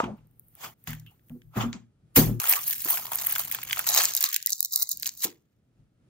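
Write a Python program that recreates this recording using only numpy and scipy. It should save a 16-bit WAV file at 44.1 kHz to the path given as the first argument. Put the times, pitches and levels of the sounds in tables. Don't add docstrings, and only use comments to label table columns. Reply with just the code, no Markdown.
import sys
import numpy as np
from scipy import signal
from scipy.fft import rfft, irfft, next_fast_len
from scipy.io import wavfile
from scipy.ndimage import uniform_filter1d, minimum_filter1d

SR = 44100
rng = np.random.default_rng(int(sys.argv[2]) if len(sys.argv) > 2 else 0)


def file_out(sig):
    cols = np.atleast_2d(sig).T
    lim = np.clip(cols, -1, 1)
    pcm = np.round(lim * 32767).astype(np.int16)
    wavfile.write(sys.argv[1], SR, pcm)


def ratio(d):
    e = np.asarray(d, float) / 20
    return 10 ** e


N = 268569

# start in seconds,
# treble in dB and crack in dB (both before trim), crack pitch in Hz, nominal length in ms.
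SNAPS = [(0.0036, -73, -27, 856, 4), (0.0414, -59, -23, 890, 4.4), (0.272, -58.5, -85, 2210, .8),
         (0.3125, -60, -85, 2175, .8), (0.3962, -37.5, -71, 2230, 1.14), (0.4837, -48.5, -74, 2800, 1.6),
         (0.553, -41, -63, 2050, 0.8), (0.8404, -43.5, -62, 2370, 0.87), (0.874, -34, -24.5, 1870, 4),
         (0.906, -35, -42, 2065, 3.4), (0.932, -38.5, -35.5, 2007, 5), (0.9506, -41, -45, 2300, 1.8),
         (0.998, -48, -50, 4840, 2.5), (1.0642, -57, -51, 2260, 2.4), (1.195, -79, -62.5, 2100, 2.3),
         (1.286, -55.5, -64, 2530, .8), (1.2971, -51, -50, 2120, .7), (1.4191, -76.5, -52, 2270, 2),
         (1.624, -55, -45.5, 3800, 3), (1.7301, -52, -26, 3450, 0.74), (2.4411, -20, -15.5, 1374, 0.72),
         (2.476, -31.5, -27, 1106, 1.5), (2.4894, -22, -38, 1180, 9.7), (2.515, -15.5, -33, 2212, 1.9),
         (2.544, -35, -33.5, 2400, 1.2), (2.619, -42.5, -52, 1700, 3.4), (2.642, -32, -36.5, 1670, 1.5),
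         (2.68, -16.5, -41, 3720, 1.2), (2.696, -21, -44, 3400, 1), (2.7001, -17.5, -33, 3420, 1),
         (2.709, -19.5, -22, 3400, 1.2), (2.733, -24, -24, 2990, 2), (2.7284, -19.5, -23.5, 3060, 1.6),
         (2.76, -32, -34, 2640, 1.6), (2.82, -27, -43, 3265, 6.3), (2.8472, -23.5, -45, 2500, 6.72),
         (2.8763, -39, -29.5, 2300, 2.1), (2.885, -26.5, -24, 1800, 2.2), (2.9023, -15, -29.5, 1980, 10),
         (2.9407, -29, -47, 3180, 7.4), (2.9737, -23.5, -20.5, 1480, 0.8), (3.0296, -37, -40, 3600, 0.67),
         (2.9898, -42, -29, 873, 2.8), (3.052, -47, -27, 950, 1.15), (3.081, -47, -31, 1040, 1.5),
         (3.093, -48, -38, 897, 1.5), (3.119, -25, -19, 1000, 4.4), (3.148, -23.5, -45, 1913, 2.3),
         (3.157, -15.5, -29.5, 1296, 1.43), (3.1857, -38, -27, 4340, 12), (3.2209, -29, -40.5, 2345, 1),
         (3.247, -27, -42, 2513, 6.2), (3.264, -21.5, -26.5, 1611, 3), (3.2695, -15.5, -26, 2000, 3),
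         (3.286, -40.5, -29, 1595, 1.2), (3.2953, -23, -34.5, 2040, 5.8), (3.3003, -32.5, -33.5, 2400, 19),
         (3.3245, -17, -33, 2514, 3.8), (3.3532, -24.5, -31, 2300, 1.6), (3.361, -31, -16.5, 1484, 3.3),
         (3.383, -16, -41, 3310, 1.2), (3.395, -17.5, -33, 3830, 2.8), (3.4136, -25.5, -40, 2000, 2.0),
         (3.45, -25, -39.5, 2950, 2.5), (3.5145, -18.5, -27, 2383, 1.5), (3.5228, -22.5, -28, 3900, 5.6),
         (3.548, -22.5, -20.5, 1530, 4.2), (3.5871, -53.5, -23, 1095, 3), (3.6307, -36, -25.5, 2320, 2),
         (3.6344, -26.5, -43, 1900, 3.7), (3.6511, -35, -41, 3200, 2.7), (3.698, -29.5, -31.5, 2600, 4.4),
         (3.7099, -49.5, -20.5, 2225, 1.3), (3.725, -21, -40.5, 3260, 1.0), (3.73, -22, -14.5, 2190, 2.9),
         (3.762, -28.5, -27, 1506, 2.9), (3.7714, -39.5, -18.5, 1300, 2.0), (3.7817, -31, -43, 2360, 1.8),
         (3.7931, -12.5, -14, 1480, 0.94), (3.8011, -36.5, -19.5, 1300, 1.2),
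         (3.8673, -20.5, -29.5, 2387, 1.3), (3.872, -22, -34, 4647, 2), (3.8837, -29.5, -25.5, 4700, 1.8),
         (3.8892, -17.5, -18.5, 4836, 4.8), (3.9, -15.5, -27.5, 2301, 1.5), (3.9293, -43, -30, 4800, 1.4),
         (3.9485, -12.5, -21.5, 5000, 2), (3.962, -16, -26, 3420, 1.5), (3.9779, -19.5, -27.5, 3690, 4.6),
         (4.0065, -23, -13.5, 1780, 3.9), (4.037, -13, -22.5, 4600, 1.5), (4.05, -18, -25.5, 4400, 1.9),
         (4.0548, -18.5, -10, 5200, 0.7), (4.137, -25.5, -27.5, 5200, 2.3),
         (4.1509, -13, -20.5, 5100, 0.76), (4.166, -17, -24, 5000, 2.9), (4.174, -24, -22.5, 4896, 7.7),
         (4.2077, -13, -31, 4400, 1.2), (4.227, -14.5, -29.5, 5000, 2), (4.241, -11, -11.5, 4280, 1.8),
         (4.29, -20.5, -26.5, 4200, 0.57), (4.3056, -45, -36, 4000, 1.7), (4.33, -23, -25.5, 3360, 2.9),
         (4.3442, -18, -19.5, 5090, 1.9), (4.3629, -14, -16, 3910, 2.94), (4.427, -31.5, -29.5, 5300, 1.6),
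         (4.462, -10.5, -23.5, 5340, 1.2), (4.4717, -20, -23, 5100, 1.4), (4.495, -27.5, -24.5, 4200, 2.5),
         (4.5046, -21, -28, 5220, 1.4), (4.5213, -22.5, -27.5, 5270, 2.6), (4.5261, -23, -22, 5130, 1.3),
         (4.531, -28, -15.5, 5340, 1.4), (4.534, -32, -36, 5300, 2.0), (4.606, -11.5, -20.5, 5060, 0.66),
         (4.629, -15.5, -24.5, 5300, 1.0), (4.6487, -17.5, -24.5, 5340, 2), (4.657, -29, -28, 5300, 3.1),
         (4.7232, -26, -52.5, 5260, 4), (4.7332, -21.5, -27.5, 5220, 2.0), (4.7375, -27, -28, 5330, 5.9),
         (4.7583, -14.5, -25, 5300, .8), (4.7602, -9.5, -17, 5300, 1.2), (4.7766, -28, -29, 5300, 1.7),
         (4.7984, -25, -35, 4900, 1.8), (4.8227, -17.5, -22.5, 5280, 5.9), (4.8286, -15.5, -35, 5100, 1.5),
         (4.839, -43.5, -44, 5200, 2.0), (4.892, -18, -34, 5245, 1), (4.915, -21.5, -55, 5200, 1),
         (4.9302, -33.5, -32, 5150, 1.65), (4.973, -28.5, -39.5, 5170, 1.3), (4.9992, -29, -44, 5220, 1.2),
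         (5.0251, -22, -37, 4500, 0.97), (5.0315, -25.5, -15.5, 3940, 0.46),
         (5.0583, -31, -21.5, 3500, 8.7), (5.0675, -16.5, -30, 5130, 1), (5.0751, -25, -22, 4900, 0.8),
         (5.0918, -36, -24.5, 4800, 2.2), (5.175, -34, -56, 5200, 0.72), (5.249, -21, -21, 3670, 3.6)]
# start in seconds, table level in dB, board level in dB (both before mode levels), contact in
# seconds, damping by the hands (a factor), pitch favoured by the spot struck in Hz, pressure held in seconds.
KNOCKS = [(0.031, -36.5, -23, 0.0053, 2.6, 200, 0.0037), (0.053, -47, -35.5, 0.005, 1, 200, 0.0038),
          (0.101, -45, -38.5, 0.0032, 1.7, 200, 0.016), (0.165, -61.5, -85.5, 0.0033, 0.2, 241, 0.0067),
          (.62, -46, -44.5, 0.044, 1.1, 239, 0.0048), (0.874, -35.5, -46, 0.0041, 0.68, 237, 0.029),
          (1.296, -42.5, -44, 0.0085, 1.36, 237, 0.047), (1.34, -65, -43, 0.021, 2.3, 356, 0.01),
          (1.427, -40, -68.5, 0.028, 1.5, 243, 0.0043), (1.555, -23, -17.5, 0.016, 1.55, 201, 0.0033),
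          (1.637, -36, -31, 0.0012, 1.18, 237, 0.0327), (1.741, -40, -34, 0.0073, 3.2, 201, 0.014),
          (2.03, -48.5, -73, 0.0073, 3.9, 241, 0.0045), (2.163, -14, -13, 0.011, 0.8, 269, 0.011),
          (2.202, -46.5, -22.5, 0.0056, 1.7, 356, .004), (2.258, -27, -29.5, 0.0068, 0.77, 240, 0.0061),
          (2.29, -49, -25.5, 0.0058, 2.3, 242, 0.015), (2.851, -61, -23, 0.013, 7.6, 307, 0.0046),
          (3.971, -71, -47, 0.015, 1.1, 348, 0.0069), (4.236, -75, -45, 0.0062, 6.2, 350, 0.0041),
          (5.247, -49, -23, 0.0065, 4.9, 298.8, 0.0047), (5.779, -45.5, -70, 0.015, 2.3, 200, 0.0062)]
# frequency in Hz, relative level in dB, t60 in seconds at damping 1.
TABLE_MODES = [(45, -6, 0.3), (116.5, -4.5, 0.75), (155.3, 0, 0.33)]
# frequency in Hz, relative level in dB, t60 in seconds at damping 1.
BOARD_MODES = [(200, -0.5, 0.26), (237, 2, 0.18), (268.5, 0.5, 0.17), (353.3, -1, 0.31), (392, -5, 0.3),
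               (473.3, 2.5, 0.12), (520.3, -3.5, 0.1), (770, -7.5, 0.15)]
# frequency in Hz, relative level in dB, t60 in seconds at damping 1.
RIM_MODES = [(556, -38, 0.1), (684, -35, .08), (960, -33, 0.07), (1250, -34, .05)]
# frequency in Hz, relative level in dB per Hz.
NOISE_COLOUR = [(240, -42.5), (400, -16), (590, -12.5), (648, -8), (1210, -5.5), (2710, -7.5), (4980, -8),
                (5380, -9), (6490, -5), (7820, -8.5), (10500, -11), (12500, -0.5), (14800, 2.5),
                (15700, -0.5), (16500, -40)]
# frequency in Hz, side over mid in dB.
WIDTH = [(45, -20), (92, -12), (140, -12.5), (210, -15), (330, -6.5), (500, -4.5), (770, -1.5), (1170, -2),
         (1790, -2.5), (2740, 1), (4190, -1), (6410, 0), (9810, 11), (15000, -6)]
# frequency in Hz, relative level in dB per Hz.
ROOM_COLOUR = [(15, -55), (30, -24), (45, -15), (80, -16), (118, -10), (249, -18.5), (276, -21),
               (1060, -43.5), (1340, -38.5), (1480, -43), (9270, -56), (12000, -65), (15600, -65),
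               (22000, -120)]
# time in seconds, level in dB before trim.
ROOM_LEVEL = [(0.0, -46), (0.3, -63.5), (1.29, -63.5), (1.54, -66), (1.98, -65), (2.19, -60.5),
              (4.02, -54.5), (4.29, -71.5), (4.56, -74), (4.72, -75), (4.9, -70), (4.95, -60.5), (5.4, -68),
              (5.7, -66), (5.8, -62), (5.92, -67), (6.09, -60)]
# frequency in Hz, t60 in seconds.
KITCHEN_DECAY = [(500, 0.44), (3000, 0.29), (14000, 0.078)]
# lower edge in Hz, upper edge in Hz.
BANDS = [(8000, 16000), (3700, 8000), (1500, 3700), (300, 1500)]
CUTS_S = np.array(np.array([.163, .74, 1.1, 1.54, 1.91, 2.398, 7]))
# peak in seconds, treble in dB, body in dB, body gain per lower band
# in dB, rise in seconds, fall in seconds.
STROKES = [(0, -63, -48.5, 1.5, 0.011, 0.071), (0.171, -74, -93, 8.5, .005, 0.026),
           (0.471, -70, -105, 0.5, 0.25, 0.92), (.8, -73, -86.5, -2.5, 0.046, 0.55),
           (0.645, -44, -46.5, 2, 0.055, 0.062), (0.882, -47, -48, 0, 0.015, 0.088),
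           (1.07, -73, -92, 5, 0.0036, 0.11), (1.109, -68.5, -80.5, 2, 0.02, 0.11),
           (1.289, -69.5, -85, -19, 0.1, 0.4), (1.572, -45, -51.5, 7.5, 0.025, 0.1),
           (1.616, -59.5, -43.5, 6, 0.029, 0.046), (1.733, -95.5, -52, -0.5, 0.0079, 0.061),
           (2.163, -14.5, -23.5, -3, 0.0064, 0.082)]
# peak in seconds, treble in dB, body in dB before the lower-band gains,
# rise in seconds, fall in seconds.
SQUEEZES = [(2.4, -34, -43, 0.0039, 0.96), (2.493, -19, -47, 0.0076, 0.058),
            (2.526, -29, -34, 0.061, 0.049), (2.665, -32, -45.5, 0.0074, 0.1),
            (2.849, -44, -54, 0.016, 0.051), (2.891, -26.5, -46.5, 0.017, 0.083),
            (2.941, -32.5, -39, 0.11, 0.12), (3.116, -40, -47, 0.0025, 0.26), (3.3, -54.5, -54, 0.2, 0.025),
            (3.395, -36, -42.5, 0.21, 0.11), (3.547, -47, -43, 0.045, 0.12),
            (3.717, -47, -52, 0.058, 0.063), (3.791, -37.5, -42, 0.08, 0.041),
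            (3.87, -32.5, -35, 0.0076, 0.055), (3.989, -24, -23.5, 0.12, 0.15),
            (4.248, -31, -33, 0.049, 0.049), (4.359, -43.5, -41.5, 0.13, 0.067),
            (4.499, -43.5, -41.5, 0.0407, 0.23), (4.721, -44, -41, 0.015, 0.27),
            (4.797, -59.5, -49, 0.007, 0.04), (4.825, -32.5, -42, 0.081, 0.013),
            (4.918, -31.5, -35, 0.022, 0.02), (5.069, -46, -45, 0.078, 0.072),
            (5.19, -62, -65, 0.066, 0.085), (5.246, -25.5, -29, 0.044, 0.013),
            (5.265, -47.5, -46.5, 0.029, 0.056)]
# time in seconds, 1.5-3.7 kHz gain in dB,
# 0.3-1.5 kHz gain in dB.
LOWER_BANDS = [(2.4, -2, -2), (2.595, 1.5, -2), (2.625, -6.5, -14), (2.7, -6.5, -14.5), (2.828, -4.5, -20),
               (2.86, -5, -2.5), (3.8, -2.5, -7.5), (3.89, -9, -7.5), (4.201, -6, -14), (4.45, -1.5, -45),
               (4.53, -24.5, -20.5), (4.581, -68, -36), (4.62, -41, -24), (4.7, -65, -47.5),
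               (4.739, -48, -16.5), (4.85, -51, -17), (4.88, -50, -26), (4.92, -40, -29),
               (4.97, -19.5, -51), (5.071, -7, -12), (5.188, -24.5, -30), (5.264, -2.5, -7.5)]
# peak in seconds, pitch in Hz,
# width of each of two resonances in Hz, level in dB, rise in seconds, fall in seconds.
PITCHED = [(.02, 955, 399.4, -36.5, .015, 0.091), (.085, 599, 250.6, -43, .05, .06),
           (.042, 2500, 1214, -46, .03, .04), (.185, 2520, 900, -70.5, .012, 0.026),
           (.9, 1915, 500, -47, .03, 0.066), (1.118, 760, 200, -68.5, 0.014, .03),
           (1.575, 1180, 150, -36, 0.011, 0.047), (1.065, 2870, 500, -53.5, 0.0049, 0.042),
           (1.631, 1115, 150, -34, 0.017, 0.012), (2.579, 1160, 250, -34.5, 0.042, 0.038),
           (3.898, 720, 250, -35, 0.0095, 0.022), (4.248, 1178, 150, -39.5, 0.017, 0.07),
           (4.48, 2010, 300, -45.5, 0.017, 0.021), (4.765, 2090, 150, -68.5, 0.011, 0.11),
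           (4.829, 2050, 150, -61.5, 0.11, 0.05)]

DIRECT_HZ = 11000
SWELL_DB = 20
TREBLE_TRIM_DB, CRACK_TRIM_DB, RING_TRIM_DB = -3, -2.5, -2
SPREAD_DB_PER_OCT, SNAP_LOWER_SHARE = 10.5, 0.93
SPIKE_S, SPIKE_GAIN = 0.0003, 0.3
RING_CYCLES = 1.8
FAVOUR_DB_PER_OCT, PURER_DB_PER_OCT_S = 9, 900


def unit(x):
    return x / np.sqrt(np.mean(x ** 2) + 1e-20)


def along(points, hz):
    f, v = np.transpose(points)
    return np.interp(np.log(hz + 1), np.log(f + 1), v)


def gains(rows):
    s, *columns = np.transpose(rows)
    t = np.arange(N) / SR
    return np.array([ratio(np.interp(t, s, db, -150, -150)) for db in columns])


def filtered(x, response):
    m = next_fast_len(N + 8192)
    return irfft(rfft(x, m) * response(np.fft.rfftfreq(m, 1 / SR)), m)[..., :N]


def stereo(mid, other, alike):
    same = lambda hz: np.clip(alike, 0, 1) ** np.where(hz > DIRECT_HZ, 0.5, 1)
    width = lambda hz: ratio(along(WIDTH, hz))
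    shifted = filtered(mid, lambda hz: 1j * same(hz) * width(hz))
    rest = filtered(other, lambda hz: np.sqrt(1 - same(hz) ** 2) * width(hz))
    side = shifted + rest
    return np.array([mid + side, mid - side])


def blotchy(depth_db):
    z = signal.stft(rng.standard_normal((2, N)), nperseg=256)[2]
    field = rng.standard_normal(z.shape[1:])
    field = uniform_filter1d(field, size=3, axis=0)
    field = uniform_filter1d(field, size=5, axis=1)
    return signal.istft(z * ratio(depth_db * unit(field)), nperseg=256)[1][:, :N]


def banded(envelopes, even=False):
    out = np.zeros((2, N))
    for (low_hz, high_hz), envelope in zip(BANDS, envelopes):
        sos = signal.butter(8, [low_hz, high_hz], "band", fs=SR, output="sos")
        colour = lambda x: filtered(signal.sosfiltfilt(sos, x), lambda hz: ratio(along(NOISE_COLOUR, hz)))
        noise = blotchy(depth_db=3)
        noise = np.sign(noise) if even else unit(noise)
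        out = out + colour(noise * envelope) / np.std(colour(noise[0]))
    return out


def bursts(when_s, size, decay_s, rise_s, spike=0):
    k = np.arange(round(0.046 * SR))
    u = k / SR - 2 * rise_s
    shape = np.where(u < 0, np.exp(-(u / rise_s) ** 2), np.exp(-u / decay_s[:, None]))
    shape = shape * (1 + spike * np.exp(-(u / SPIKE_S) ** 2))
    at = np.clip(((when_s[:, None] - 2 * rise_s) * SR).astype(int) + k, 0, N)
    return np.array([np.bincount(at.ravel(), (s[:, None] * shape).ravel(), N + 1)[:N] for s in size.T])


def crackle(count, spread_db, colour_db, hiss):
    draw = rng.random((count, 3))
    own = rng.standard_normal((count, len(BANDS)))
    rare = -np.log(draw[:, 1:2] + 0.02)
    size = ratio(spread_db * rare + colour_db * own)
    decay_s = 0.0003 + 0.003 * draw[:, 2] ** 3
    grains = bursts(draw[:, 0] * N / SR, size, decay_s, rise_s=0.0003)
    return np.array([unit(hiss + unit(g)) for g in grains])


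def gesture(t, peak_s, rise_s, fall_s):
    away = np.where(t < peak_s, (peak_s - t) / max(rise_s, 1e-3), (t - peak_s) / max(fall_s, 1e-3))
    return ratio(-SWELL_DB * away)


def swells(rows):
    t, out = np.arange(N) / SR, np.zeros((len(BANDS), N))
    for peak_s, levels_db, rise_s, fall_s in rows:
        until_s = CUTS_S[CUTS_S > peak_s][0]
        out = out + ratio(levels_db)[:, None] * (gesture(t, peak_s, rise_s, fall_s) * (t < until_s))
    return out


def ringing(modes, t, level_db, damping, waver, hold_s=0):
    drifts = np.cumsum(rng.standard_normal((len(modes), 22)), axis=1)
    scatter_db = rng.normal(0, 2, len(modes))
    levels_db = np.broadcast_to(level_db, len(modes))
    knots_s = np.linspace(0, t[-1], drifts.shape[1])
    out = np.zeros(len(t))
    for (hz, db, t60_s), drift, scatter, level in zip(modes, drifts, scatter_db, levels_db):
        decay_db = 60 * damping * np.maximum(t - hold_s, 0) / t60_s
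        phase = 2 * np.pi * hz * t + waver * np.interp(t, knots_s, drift - drift[0])
        out = out + ratio(level + db + scatter - decay_db) * np.sin(phase)
    return out


def room_tone():
    pair = filtered(rng.standard_normal((2, N)), lambda hz: ratio(along(ROOM_COLOUR, hz)))
    return ratio(-2.5) * gains(ROOM_LEVEL) * stereo(*unit(pair), alike=0.35)


def brush():
    rows = []
    for peak_s, top, body, tilt, rise_s, fall_s in STROKES:
        rows.append((peak_s, [top, body, body + tilt, body + 2 * tilt], rise_s, fall_s))
    rub = swells(rows) * crackle(count=5000, spread_db=8.0, colour_db=12.5, hiss=17.0)
    return stereo(*banded(rub), alike=0.24)


def pitched_noise():
    t, out = np.arange(N) / SR, np.zeros((2, N))
    for peak_s, hz, wide_hz, db, rise_s, fall_s in PITCHED:
        resonance = lambda f: (1j * f * wide_hz / (hz * hz - f * f + 1j * f * wide_hz)) ** 2
        tone = unit(filtered(rng.standard_normal((2, N)), resonance))
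        out = out + ratio(db) * gesture(t, peak_s, rise_s, fall_s) * tone
    return stereo(*out, alike=0.6)


def rim_tap():
    t = np.arange(round(0.16 * SR)) / SR
    attack = 1 + 5.1 * np.exp(-t / 0.0049)
    tap = np.pad(ringing(RIM_MODES, t, 0, 0.86, waver=1.2) * attack, (110, N))[:N]
    tap = signal.sosfilt(signal.butter(2, 260, "high", fs=SR, output="sos"), tap)
    return stereo(tap, tap, alike=1.0)


def lower_bands_db(when_s):
    s, mid, low = np.transpose(LOWER_BANDS)
    return np.array([0 * when_s, 0 * when_s, np.interp(when_s, s, mid), np.interp(when_s, s, low)])


def pops(when_s, level_db, hz):
    k = np.arange(round(0.012 * SR))
    cycles = hz[:, None] * k / SR
    fade = np.exp(-cycles / RING_CYCLES) * (1 - np.exp(-cycles ** 2))
    wave = ratio(level_db)[:, None] * np.sin(2 * np.pi * cycles) * fade
    at = (when_s[:, None] * SR).astype(int) + k
    return np.bincount(at.ravel(), wave.ravel(), N)[:N]


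def kitchen(x):
    hz, t, z = signal.stft(rng.standard_normal((2, SR // 3)), SR, nperseg=256)
    decay_db = -60 * t / along(KITCHEN_DECAY, hz)[:, None]
    tail = signal.istft(z * ratio(decay_db), SR, nperseg=256)[1]
    return signal.fftconvolve(x, tail / np.linalg.norm(tail[0]), axes=1)[:, :N]


def foil_and_snaps():
    effort = swells([(s, [top, body, body, body], rise, fall) for s, top, body, rise, fall in SQUEEZES])
    lower = ratio(lower_bands_db(np.arange(N) / SR))
    rustle = effort * lower * crackle(count=2500, spread_db=5.2, colour_db=3.5, hiss=0.9)

    s, top, crack, hz, length_ms = np.transpose(SNAPS)
    centres_hz = np.sqrt(np.prod(BANDS, axis=1))[1:, None]
    octaves = np.abs(np.log2(centres_hz / hz))
    body = crack + CRACK_TRIM_DB - SPREAD_DB_PER_OCT * octaves + SNAP_LOWER_SHARE * lower_bands_db(s)[1:]
    size = ratio(np.vstack([top + TREBLE_TRIM_DB, body]).T)
    decay_s = 0.87 * np.abs(length_ms) / 1000
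    snaps = banded(bursts(s, size, decay_s, rise_s=0.0004, spike=SPIKE_GAIN), even=True)
    snaps = snaps + pops(s, crack + RING_TRIM_DB + rng.normal(0, 1.7, len(s)), hz)
    room = ratio(-19) * kitchen(snaps)
    return stereo(*(banded(rustle) + snaps + room), alike=0.43)


def knocks():
    out, t = np.zeros((2, N + SR)), np.arange(SR // 2) / SR
    dull = signal.butter(2, [120, 650], "band", fs=SR, output="sos")
    for s, table_db, board_db, contact_s, damping, spot_hz, hold in KNOCKS:
        hold_s = abs(hold)
        octaves = np.abs(np.log2(np.transpose(BOARD_MODES)[0] / spot_hz))
        struck_db = board_db - (FAVOUR_DB_PER_OCT + PURER_DB_PER_OCT_S * hold_s) * octaves
        table = ringing(TABLE_MODES, t, table_db, damping, waver=0.3)
        board = ringing(BOARD_MODES, t, struck_db, damping, waver=0.8, hold_s=hold_s)
        thump_noise = unit(signal.sosfilt(dull, rng.standard_normal(len(t))))
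        thump = ratio(board_db - 6.5 - 60 * damping * t / 0.14) * thump_noise
        knock = (table + board + thump) * (1 - np.exp(-(t / contact_s) ** 2))

        echoes = rng.standard_normal((2, len(t))) * ratio(-60 * t / 0.3)
        echoes = echoes / np.linalg.norm(echoes[0])
        wet = signal.fftconvolve(knock[None], echoes, axes=1)[:, :len(t)]
        until_s = CUTS_S[CUTS_S > s][0]
        gate = np.clip((until_s - s - t) * SR / 88, 0, 1)
        out[:, round(s * SR):][:, :len(t)] += [knock + 0.43 * wet[0], 0.26 * wet[1]] * gate
    mid = out[0, :N]
    skew = filtered(mid, lambda hz: 1j * ratio(-22.5)) + out[1, :N]
    return mid * ratio([[0.8], [-0.8]]) + [skew, -skew]


def scene():
    return foil_and_snaps() + brush() + knocks() + rim_tap() + pitched_noise() + room_tone()


def roll_off(x):
    return signal.sosfilt(signal.butter(12, 16970, fs=SR, output="sos"), x)


def record(dry):
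    thin = signal.sosfilt(signal.butter(2, 35, "high", fs=SR, output="sos"), dry)
    needed = np.minimum(1, 0.85 / (np.abs(thin).max(axis=0) + 1e-9))
    gain = uniform_filter1d(minimum_filter1d(needed, size=129), size=64)
    return roll_off(thin * gain)


dry = scene()
out = record(dry)
file_out(out)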